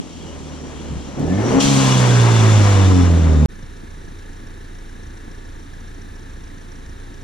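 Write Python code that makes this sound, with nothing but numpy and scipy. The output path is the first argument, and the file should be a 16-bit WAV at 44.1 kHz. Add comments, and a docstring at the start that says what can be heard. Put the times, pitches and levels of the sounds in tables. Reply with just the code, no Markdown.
"""A four-cylinder turbo truck creeps up a sandy trail, revs, vents its boost air and rolls past at
ground level while the revs sink: exhaust tones locked to the firings, over pulsing bands of noise.
The sound is cut off hard; after a very short silence the truck idles, heard from the front:
slow firing tones and hums over soft noise, with injector ticks made of ringing noise bands."""
import sys
import numpy as np
from scipy import signal
from scipy.fft import rfft, irfft, next_fast_len
from scipy.io import wavfile
from scipy.ndimage import uniform_filter1d

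SR = 44100
rng = np.random.default_rng(int(sys.argv[2]) if len(sys.argv) > 2 else 0)


def transcribe(u):
    """Save the signal u as a 16-bit wav file named by the first command-line argument.

    u: samples, shape (n,) or (channels, n), limited to [-1, 1]; the rate is SR.
    q: integer samples, one column per channel.
    """
    v = np.clip(np.atleast_2d(u).T, -1, 1)
    q = np.round(v * 32767).astype(np.int16)
    wavfile.write(sys.argv[1], SR, q)


N = 319239
TIME = np.arange(N) / SR  # seconds
CUT_S, IDLE_START_S, FADE_IN_S = 3.459, 3.483, .018
VENT_S = 1.6  # the boost valve opens


def from_db(db):
    """Decibels to gain."""
    return 10 ** (np.asarray(db) / 20)


def rms_one(x):
    """Scales to rms 1."""
    return x / np.sqrt(np.mean(x ** 2) + 1e-20)


def in_time(rows):
    """Joins the points of a (seconds, value) curve by straight lines, sample by sample."""
    seconds, values = np.transpose(rows)
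    return np.interp(TIME, seconds, values)


def at_hz(points, hz):
    """Reads a (Hz, value) curve on a log-frequency axis."""
    curve_hz, values = np.transpose(points)
    return np.interp(np.log(hz + 1), np.log(curve_hz), values)


def drift(rate):
    """Slow chance with spread 1, changing about rate times a second; made on a grid of 40 samples."""
    r = np.exp(-80 * np.pi * rate / SR)
    noise = rng.standard_normal(N // 40 + 2002)
    slow = signal.lfilter([1], [1, -2 * r, r * r], noise)[2000:]
    return np.interp(np.arange(N) / 40, np.arange(len(slow)), rms_one(slow))


def coloured(spectrum, envelope=1):
    """Two unrelated noises under an envelope, then filtered to the given spectrum; rms 1."""
    size = next_fast_len(N)
    gain = from_db(at_hz(spectrum, np.fft.rfftfreq(size, 1 / SR)))
    noise = rng.standard_normal((2, N)) * envelope
    return rms_one(irfft(rfft(noise, size) * gain, size)[:, :N])


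def peak(hz, width):
    """Spectrum of one resonance with steep skirts, 9 dB down at one width either side."""
    below = [(hz / 4, -90), (max(hz - 3 * width, hz / 3), -30), (hz - width, -9)]
    above = [(hz + width, -9), (hz + 3 * width, -30), (hz * 4, -90)]
    return below + [(hz, 0)] + above


def puffs(cycles, depth, sharpness, uneven_db, cylinder_db=(0,)):
    """Envelope that swells once a firing; strength varies by cylinder and by chance."""
    firing = cycles.astype(int)
    chance_db = uneven_db * rng.standard_normal(1000)[firing]
    strength = from_db(chance_db + np.array(cylinder_db)[firing % len(cylinder_db)])
    return 1 + depth * strength * np.abs(np.sin(np.pi * cycles)) ** sharpness


def tone(cycles, order, waver_db, jitter):
    """One sine at a multiple of the cycles; both rows share a level waver, each has its own phase waver."""
    phase_waver = jitter * np.array([drift(6.8), 3 * drift(12.0)])  # radians
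    phase = 2 * np.pi * order * cycles + phase_waver
    return np.sqrt(2) * from_db(waver_db * drift(6.8)) * np.sin(phase)


def burst(start, db, t60, hz):
    """A puff of noise around one pitch that rises in 4.4 ms and dies away by 60 dB in t60."""
    since = TIME - start
    level = from_db(db - 60 * np.maximum(since, 0) / t60)
    return level * np.clip(since / 0.0044, 0, 1) * coloured(peak(hz, 0.57 * hz))


# Creeping, throttle open, throttle shut.
# Each row: start in seconds, exhaust level at the start in dB, growth in dB per second.
STAGES = [(0, -39, 4), (1.175, -26, 19), (1.605, -25.5, -0.5)]
SWITCH_S = .02  # time to pass from one stage to the next


def by_stage(values, growth):
    """One value for each stage, growing in time, with a short glide between stages."""
    starts = np.array(STAGES)[:, 0]
    stage = np.clip(np.searchsorted(starts, TIME) - 1, 0, None)
    grown = np.array(values)[stage] + np.array(growth)[stage] * (TIME - starts[stage])
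    return uniform_filter1d(grown, size=int(SWITCH_S * SR))


def ports(pair, side, balance, lagged):
    """Two microphone ports: the side is part mid copy, part phase-turned copy, part unrelated."""
    size = next_fast_len(N)
    hz = np.fft.rfftfreq(size, 1 / SR)
    mid, other = rfft(pair, size)
    side_gain = from_db(at_hz(side, hz))
    power_ratio = from_db(2 * at_hz(balance, hz))  # left over right
    copy = (power_ratio - 1) / (power_ratio + 1) * (1 + side_gain ** 2) / (2 * side_gain)
    copy = np.clip(copy, -.95, .95)
    turned = np.clip(at_hz(lagged, hz), 0, 1)
    rest = 1j * turned * mid + np.sqrt(1 - turned ** 2) * other
    across = side_gain * (copy * mid + np.sqrt(1 - copy ** 2) * rest)
    return irfft([mid + across, mid - across], size)[:, :N]


# The firing tone swelling and dipping. Each row: time in seconds, level in dB.
FIRING_LEVEL = [(0, -51), (.3, -39), (.85, -37.5), (.9, -32), (.96, -30), (1.16, -46), (1.25, -27.5),
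                (1.38, -20.5), (1.5, -25.5), (1.62, -31.5), (1.69, -17.5), (2.35, -11), (3.46, -12.5)]
# Exhaust resonances and one null, met by the gliding orders.
# Each row: centre in Hz, half-width in Hz, lift at the centre in dB.
PIPE = [(171, 19, 1), (232.3, 12, -8), (269.7, 10.3, 10.5), (409, 17, 2.5), (508, 14, 5)]
# Orders against the exhaust level. Each row: multiple of the firing rate, level in dB while creeping,
# with throttle open and with throttle shut, growth in dB per second with throttle open, then shut.
LOW_ORDERS = [(.5, -14, -22, -19, 0, 7), (1.5, -21, -16, 3, -2, -12), (2, -8, 1.5, -5.5, -23, 5.5),
              (3, -9, -7.5, -17, -6, 10)]
# Higher orders. Each row: multiple of the firing rate, level in dB before the stage level below.
UPPER_ORDERS = [(2.5, -9), (3.5, 0), (4, -7), (4.5, -9), (5, -5), (6, -7), (7, -8), (8, -8)]
# All higher orders against the exhaust level. 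One value in dB per stage.
UPPER_STAGE_DB = [-16, -12, -8.5]


def exhaust_tones(hz, exhaust_db):
    """Orders of the firing rate, lifted as they cross pipe resonances; half orders: uneven cylinders."""
    cycles = np.cumsum(hz) / SR
    # The cut falls near a crest of the firing tone and snaps.
    cycles = cycles - cycles[int(CUT_S * SR)] + .25
    out = from_db(in_time(FIRING_LEVEL)) * tone(cycles, order=1, waver_db=.8, jitter=.12)
    upper = [(multiple, *(db + np.array(UPPER_STAGE_DB)), 0, -.3) for multiple, db in UPPER_ORDERS]
    for multiple, *stage_db, open_growth, shut_growth in LOW_ORDERS + upper:
        lift_db = sum(top_db / (1 + ((multiple * hz - centre) / width) ** 2)
                      for centre, width, top_db in PIPE)
        db = exhaust_db + by_stage(stage_db, [0, open_growth, shut_growth]) + lift_db
        out += from_db(db) * tone(cycles, multiple, waver_db=2.2, jitter=.22)
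    return out


# Broad low exhaust noise. Each row: frequency in Hz, relative density in dB.
ROAR = [(15, -10), (30, -2), (60, 5), (130, 4), (260, 11), (400, 4.5), (600, -2), (900, -9.5), (1500, -73),
        (3000, -120)]


def exhaust_roar(cycles, exhaust_db):
    """Low noise at the exhaust level, puffing sharply with each firing."""
    envelope = puffs(cycles, depth=0.11, sharpness=5.5, uneven_db=2.5)
    return from_db(exhaust_db + 1.17 * drift(9.9)) * coloured(ROAR, envelope)


# Engine and tyre rush. Each row: frequency in Hz, relative density in dB.
ENGINE = [(290, -26), (500, -6), (661, -6), (1020, -3.5), (1550, -9), (2020, -11), (3200, -19), (4160, -47),
          (7040, -120)]


def engine_rush(cycles, rush_db):
    """Midrange engine and tyre noise, swelling gently with each firing as the truck passes."""
    envelope = puffs(cycles, depth=0.094, sharpness=1.6, uneven_db=5.0)
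    return from_db(rush_db + 1.2 * drift(8.0)) * coloured(ENGINE, envelope)


# Colour of the exhaust pulses. Each row: frequency in Hz, gain in dB before levelling.
GROWL = [(200, -50), (330, -2), (500, 17.5), (650, -17.5), (800, 7), (1000, 6), (1300, -1.5), (1800, -32),
         (3000, -57)]
GROWL_UNDER_RUSH_DB = -9.5
SMEAR_S = 0.0086  # ground and underbody scatter each pulse over about this time


def pulses(cycles, spectrum, uneven_db, odd_db):
    """One click a firing, alternately weaker and stronger, scattered, coloured; each row has its own strengths."""
    size = next_fast_len(N)
    firing = cycles.astype(int)
    chance_db = uneven_db * rng.standard_normal((2, 1000))[:, firing]
    strength = from_db(chance_db + odd_db * (firing % 2))
    clicks = strength * (np.diff(firing, prepend=0) > 0)
    scatter = rng.standard_normal((2, 2000)) * np.exp(-np.arange(2000) / SR / SMEAR_S)
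    gain = from_db(at_hz(spectrum, np.fft.rfftfreq(size, 1 / SR)))
    return rms_one(irfft(rfft(clicks, size) * rfft(scatter, size) * gain, size)[:, :N])


def exhaust_growl(cycles, rush_db):
    """Scattered exhaust pulses that swell with the rush."""
    level = from_db(rush_db + GROWL_UNDER_RUSH_DB + 2.75 * drift(10.0))
    return level * pulses(cycles, GROWL, uneven_db=2.0, odd_db=0.5)


HISS_UNDER_RUSH_DB, HISS_FLOOR_DB = -9.5, -50  # the hiss rides on the rush, over a steady floor
VENT_DB, VENT_FADE_S, VENT_OPENS_S = 13.5, 0.69, .015  # extra hiss, its fade and its opening time


def hiss_gain(rush_db):
    """Gain of the air hiss: it follows the rush and jumps when the boost is vented."""
    since = TIME - VENT_S
    opening = np.clip(since / VENT_OPENS_S + .5, 0, 1)
    vent_db = VENT_DB * np.exp(-np.maximum(since, 0) / VENT_FADE_S) * opening
    return np.hypot(from_db(rush_db + HISS_UNDER_RUSH_DB + vent_db), from_db(HISS_FLOOR_DB))


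# Bright air noise. Each row: frequency in Hz, relative density in dB.
AIR = [(1290, -48), (2200, -4.5), (3510, -1.5), (4050, -1), (4830, -4), (5720, -5), (6560, -4.5),
       (7340, -6), (8280, -12.5), (9720, -14.5), (11100, -27.5), (12500, -25), (13700, -33), (15000, -60)]


def air_hiss(cycles, rush_db):
    """Treble noise from moving air, puffing with each firing and bursting out at the vent."""
    envelope = puffs(cycles, depth=0.2, sharpness=2.6, uneven_db=3.0)
    return hiss_gain(rush_db) * from_db(0.6 * drift(12)) * coloured(AIR, envelope)


BAND_WANDER = .015  # spread of each resonance's straying, as a share of its pitch


def wandering(hz, glide_hz, width):
    """A narrow band of noise whose centre glides after the vent opens and strays by chance."""
    since = np.maximum(TIME - VENT_S, 0)
    centre = (hz + glide_hz * since) * (1 + BAND_WANDER * drift(6))
    phase = 2 * np.pi * np.cumsum(centre) / SR
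    r = np.exp(-2 * np.pi * width / SR)
    a, b = signal.lfilter([1], [1, -2 * r, r * r], rng.standard_normal((2, 2, N)))
    return rms_one(a * np.cos(phase) + b * np.sin(phase))


# Fluttering resonances in the air hiss. Each row: pitch in Hz as the valve opens,
# glide in Hz per second, width in Hz, level in dB against the hiss.
AIR_BANDS = [(2854, 0, 80, -12), (3230, 240, 160, -6.5), (5800, -130, 180, -9), (7250, -150, 240, -14)]


def air_resonances(rush_db):
    """Narrow bands that colour the hiss, each fluttering in level and straying in pitch."""
    bands = sum(from_db(db + 2.6 * drift(9)) * wandering(*band) for *band, db in AIR_BANDS)
    return hiss_gain(rush_db) * bands


# Low noise that differs between the ears. Each row: frequency in Hz, relative density in dB.
RUMBLE = [(15, -10), (35, -1), (60, -3), (100, -3), (140, -8), (250, -29), (800, -92)]


def rumble(db):
    """Lumpy low noise in opposite phase at the two ports."""
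    return from_db(db + 2.0 * drift(6.4)) * coloured(RUMBLE)[0] * [[1], [-1]]


# Whines and whistling bands of air. Each row: middle in seconds, half length in seconds,
# level in dB, pitch in Hz, half-width in Hz.
WHINES = [(0.22, 0.16, -55, 2890, 25), (1.384, 0.13, -43, 1750, 60), (1.41, 0.085, -44.5, 2150, 80),
          (2.161, 0.1, -33.5, 1570, 90)]


def whines():
    """Narrow bands of noise that swell and fade, 8.2 dB down at each half length."""
    return sum(from_db(db - 8.2 * ((TIME - middle) / half) ** 2) * coloured(peak(hz, width))
               for middle, half, db, hz, width in WHINES)


# Dull bumps. Each row: start in seconds, level in dB, 60 dB decay in seconds, centre in Hz.
THUMPS = [(0.902, -24.5, 0.41, 166), (1.657, -11, 0.089, 69.5), (3.629, -24.5, 0.061, 89),
          (3.831, -33, 0.1, 249), (4.079, -31, 0.11, 148)]


def thumps(first_s, last_s):
    """The bumps starting between two times, each a decaying puff of low noise."""
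    return sum(burst(*row) for row in THUMPS if first_s < row[0] < last_s)


# Click as the throttle opens: start in seconds, level in dB, 60 dB decay in seconds, centre in Hz.
VALVE_CLICK = (1.192, -41, .04, 7200)


def valve_click():
    """One short bright puff of noise."""
    return burst(*VALVE_CLICK)


# Engine speed: sags while creeping, climbs under throttle, sinks steadily after the lift.
# Each row: time in seconds, firings per second.
REVS = [(0, 90), (.39, 76), (.87, 74), (.95, 69.5), (1.17, 69), (1.25, 78.5), (1.35, 95.5), (1.56, 136),
        (1.68, 139), (2.05, 123.8), (2.55, 105.4), (3.08, 86.8), (3.46, 73.2)]
# Engine and tyre rush as the truck nears and passes. Each row: time in seconds, level in dB.
RUSH_LEVEL = [(0, -48.5), (1.17, -43.5), (1.53, -28.5), (1.58, -28.5), (1.62, -27.5), (2.4, -26),
              (2.7, -25.5), (3.05, -30), (3.4, -38.5)]
# Rumble at the start of each stage. 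One value in dB per stage.
DRIVE_RUMBLE_DB = [-42, -34, -31]
# Stereo width of the drive. Each row: frequency in Hz, side minus mid in dB.
DRIVE_SIDE = [(40, -29), (75, -21.5), (115, -17.5), (160, -15.5), (270, -2.5), (450, -6.5), (740, -1.5),
              (1220, -4), (2400, -1), (3300, -8), (4200, -7), (5500, -0.5), (7300, 5), (9500, 3.5),
              (15000, 1.5)]
# Stereo lean of the drive. Each row: frequency in Hz, left minus right in dB.
DRIVE_BALANCE = [(60, -2.5), (110, -1.5), (160, -8.5), (270, 6.5), (480, -11.5), (770, 0.5), (1200, 6.5),
                 (2740, 6), (4400, 1.5), (8120, -1.5), (15000, 2)]
# Phase spread of the drive. Each row: frequency in Hz, phase-turned share from 0 to 1.
DRIVE_LAGGED = [(100, 1), (300, 1), (600, 0.4), (1200, 0.8), (2500, 0.6), (5000, 0), (9000, .6)]


def drive():
    """Exhaust tones over roar, rush, growl and hiss, with whines, bumps and a click."""
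    hz, rush_db = in_time(REVS), in_time(RUSH_LEVEL)
    cycles = np.cumsum(hz) / SR
    _, start_db, growth = np.transpose(STAGES)
    exhaust_db = by_stage(start_db, growth)
    out = exhaust_tones(hz, exhaust_db) + exhaust_roar(cycles, exhaust_db)
    out += engine_rush(cycles, rush_db) + exhaust_growl(cycles, rush_db)
    out += air_hiss(cycles, rush_db) + air_resonances(rush_db)
    out += whines() + thumps(0, CUT_S) + valve_click()
    low = rumble(by_stage(DRIVE_RUMBLE_DB, growth=[3, 3, 1.5]))
    return ports(out, DRIVE_SIDE, DRIVE_BALANCE, DRIVE_LAGGED) + low


# Firing tones at idle. Each row: multiple of the firing rate, level in dB.
IDLE_ORDERS = [(1, -36.5), (3, -44), (5, -58.5), (6, -57), (8, -57.5)]
TONE_LAG = .36  # delay of the idle tones, as a share of a firing


def idle_tones(cycles):
    """Slow firing tones, each wavering a little in level and phase."""
    return sum(from_db(db) * tone(cycles - TONE_LAG, multiple, waver_db=0.9, jitter=0.14)
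               for multiple, db in IDLE_ORDERS)


# Steady-pitched hums beside the firing tones. Each row: pitch in Hz, level in dB.
HUMS = [(59.3, -46.5), (121, -58), (278, -58.5)]


def hums():
    """Tones at fixed pitches, free of the firings and wavering widely in level."""
    return sum(from_db(db) * tone(TIME, hz, waver_db=4.5, jitter=0.6) for hz, db in HUMS)


# Low idle noise. Each row: frequency in Hz, relative density in dB.
IDLE_LOW = [(18, 1), (35, -14), (60, -11.5), (95, -3), (190, -8.5), (290, -6.5), (440, -12.5), (610, -23),
            (770, -27.5), (930, -22.5), (1300, -68), (2500, -110)]
# High idle noise. Each row: frequency in Hz, relative density in dB.
IDLE_HIGH = [(410, -55), (700, -12), (1310, -5.5), (1700, -3.5), (1900, -4), (2560, -12.5), (3390, -14.5),
             (3760, -7.5), (4920, -19), (5810, -15.5), (8000, -21.5), (9820, -22), (13700, -34),
             (15000, -47)]
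IDLE_LOW_DB, IDLE_HIGH_DB = -42.5, -50.5


def fan_and_intake(cycles):
    """Low noise that puffs with each firing, under steady high noise."""
    envelope = puffs(cycles, depth=0.5, sharpness=2.7, uneven_db=3.0)
    low = from_db(IDLE_LOW_DB) * coloured(IDLE_LOW, envelope)
    return low + from_db(IDLE_HIGH_DB) * coloured(IDLE_HIGH)


# Ringing of the block. Each row: pitch in Hz, half-width in Hz, level in dB, tick depth as a ratio.
CLATTER = [(1706, 115, -55, 1.2), (3540, 1200, -63.5, 2), (5780, 440, -62.5, 8.1), (7130, 480, -70, 1.6),
           (9560, 510, -71, 1.2)]
# Strength of the tick. One value in dB per cylinder, in firing order.
CYLINDER_DB = [-3, -5, -7, 0]
TICK_UNEVEN_DB = 1.4  # chance spread of the injector ticks


def injector_ticks(cycles):
    """A sharp noise swell each firing, uneven between cylinders, rings in the block's resonances."""
    out = 0
    for hz, width, db, depth in CLATTER:
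        envelope = puffs(cycles, depth, 8.3, TICK_UNEVEN_DB, CYLINDER_DB)
        out += from_db(db) * coloured(peak(hz, width), envelope)
    return out


# Stereo width at idle. Each row: frequency in Hz, side minus mid in dB.
IDLE_SIDE = [(40, -19), (99, -15), (170, -5), (270, -7.5), (450, -3), (740, 9), (1220, 2.5), (1750, -8),
             (2700, 0), (3600, -8), (4300, -19), (5200, -2), (5800, -5), (6600, -0.5), (15000, -1)]
# Stereo lean at idle. Each row: frequency in Hz, left minus right in dB.
IDLE_BALANCE = [(60, -2), (110, -2.5), (380, 2.5), (1290, -1.5), (2380, 2), (8000, -2.5)]
# Phase spread at idle. Each row: frequency in Hz, phase-turned share from 0 to 1.
IDLE_LAGGED = [(100, 0.85), (300, 0.6), (5000, .6)]
IDLE_HZ, IDLE_RUMBLE_DB = 28.455, -51.5  # firings per second; rumble level


def idle():
    """Firing tones, hums, fan and intake noise, injector ticks and a few bumps."""
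    cycles = IDLE_HZ * TIME + .22
    out = idle_tones(cycles) + hums() + fan_and_intake(cycles) + injector_ticks(cycles)
    out += thumps(CUT_S, np.inf)
    return ports(out, IDLE_SIDE, IDLE_BALANCE, IDLE_LAGGED) + rumble(IDLE_RUMBLE_DB)


def scene():
    """The drive stops dead at the cut; the idle fades in just after."""
    fade_in = np.clip((TIME - IDLE_START_S) / FADE_IN_S, 0, 1)
    return drive() * (TIME < CUT_S) + idle() * fade_in


def record(dry):
    """A steep low-pass takes off the top above 15.8 kHz."""
    return signal.sosfilt(signal.cheby2(12, 70, 15800, fs=SR, output="sos"), dry)


dry = scene()
out = record(dry)
transcribe(out)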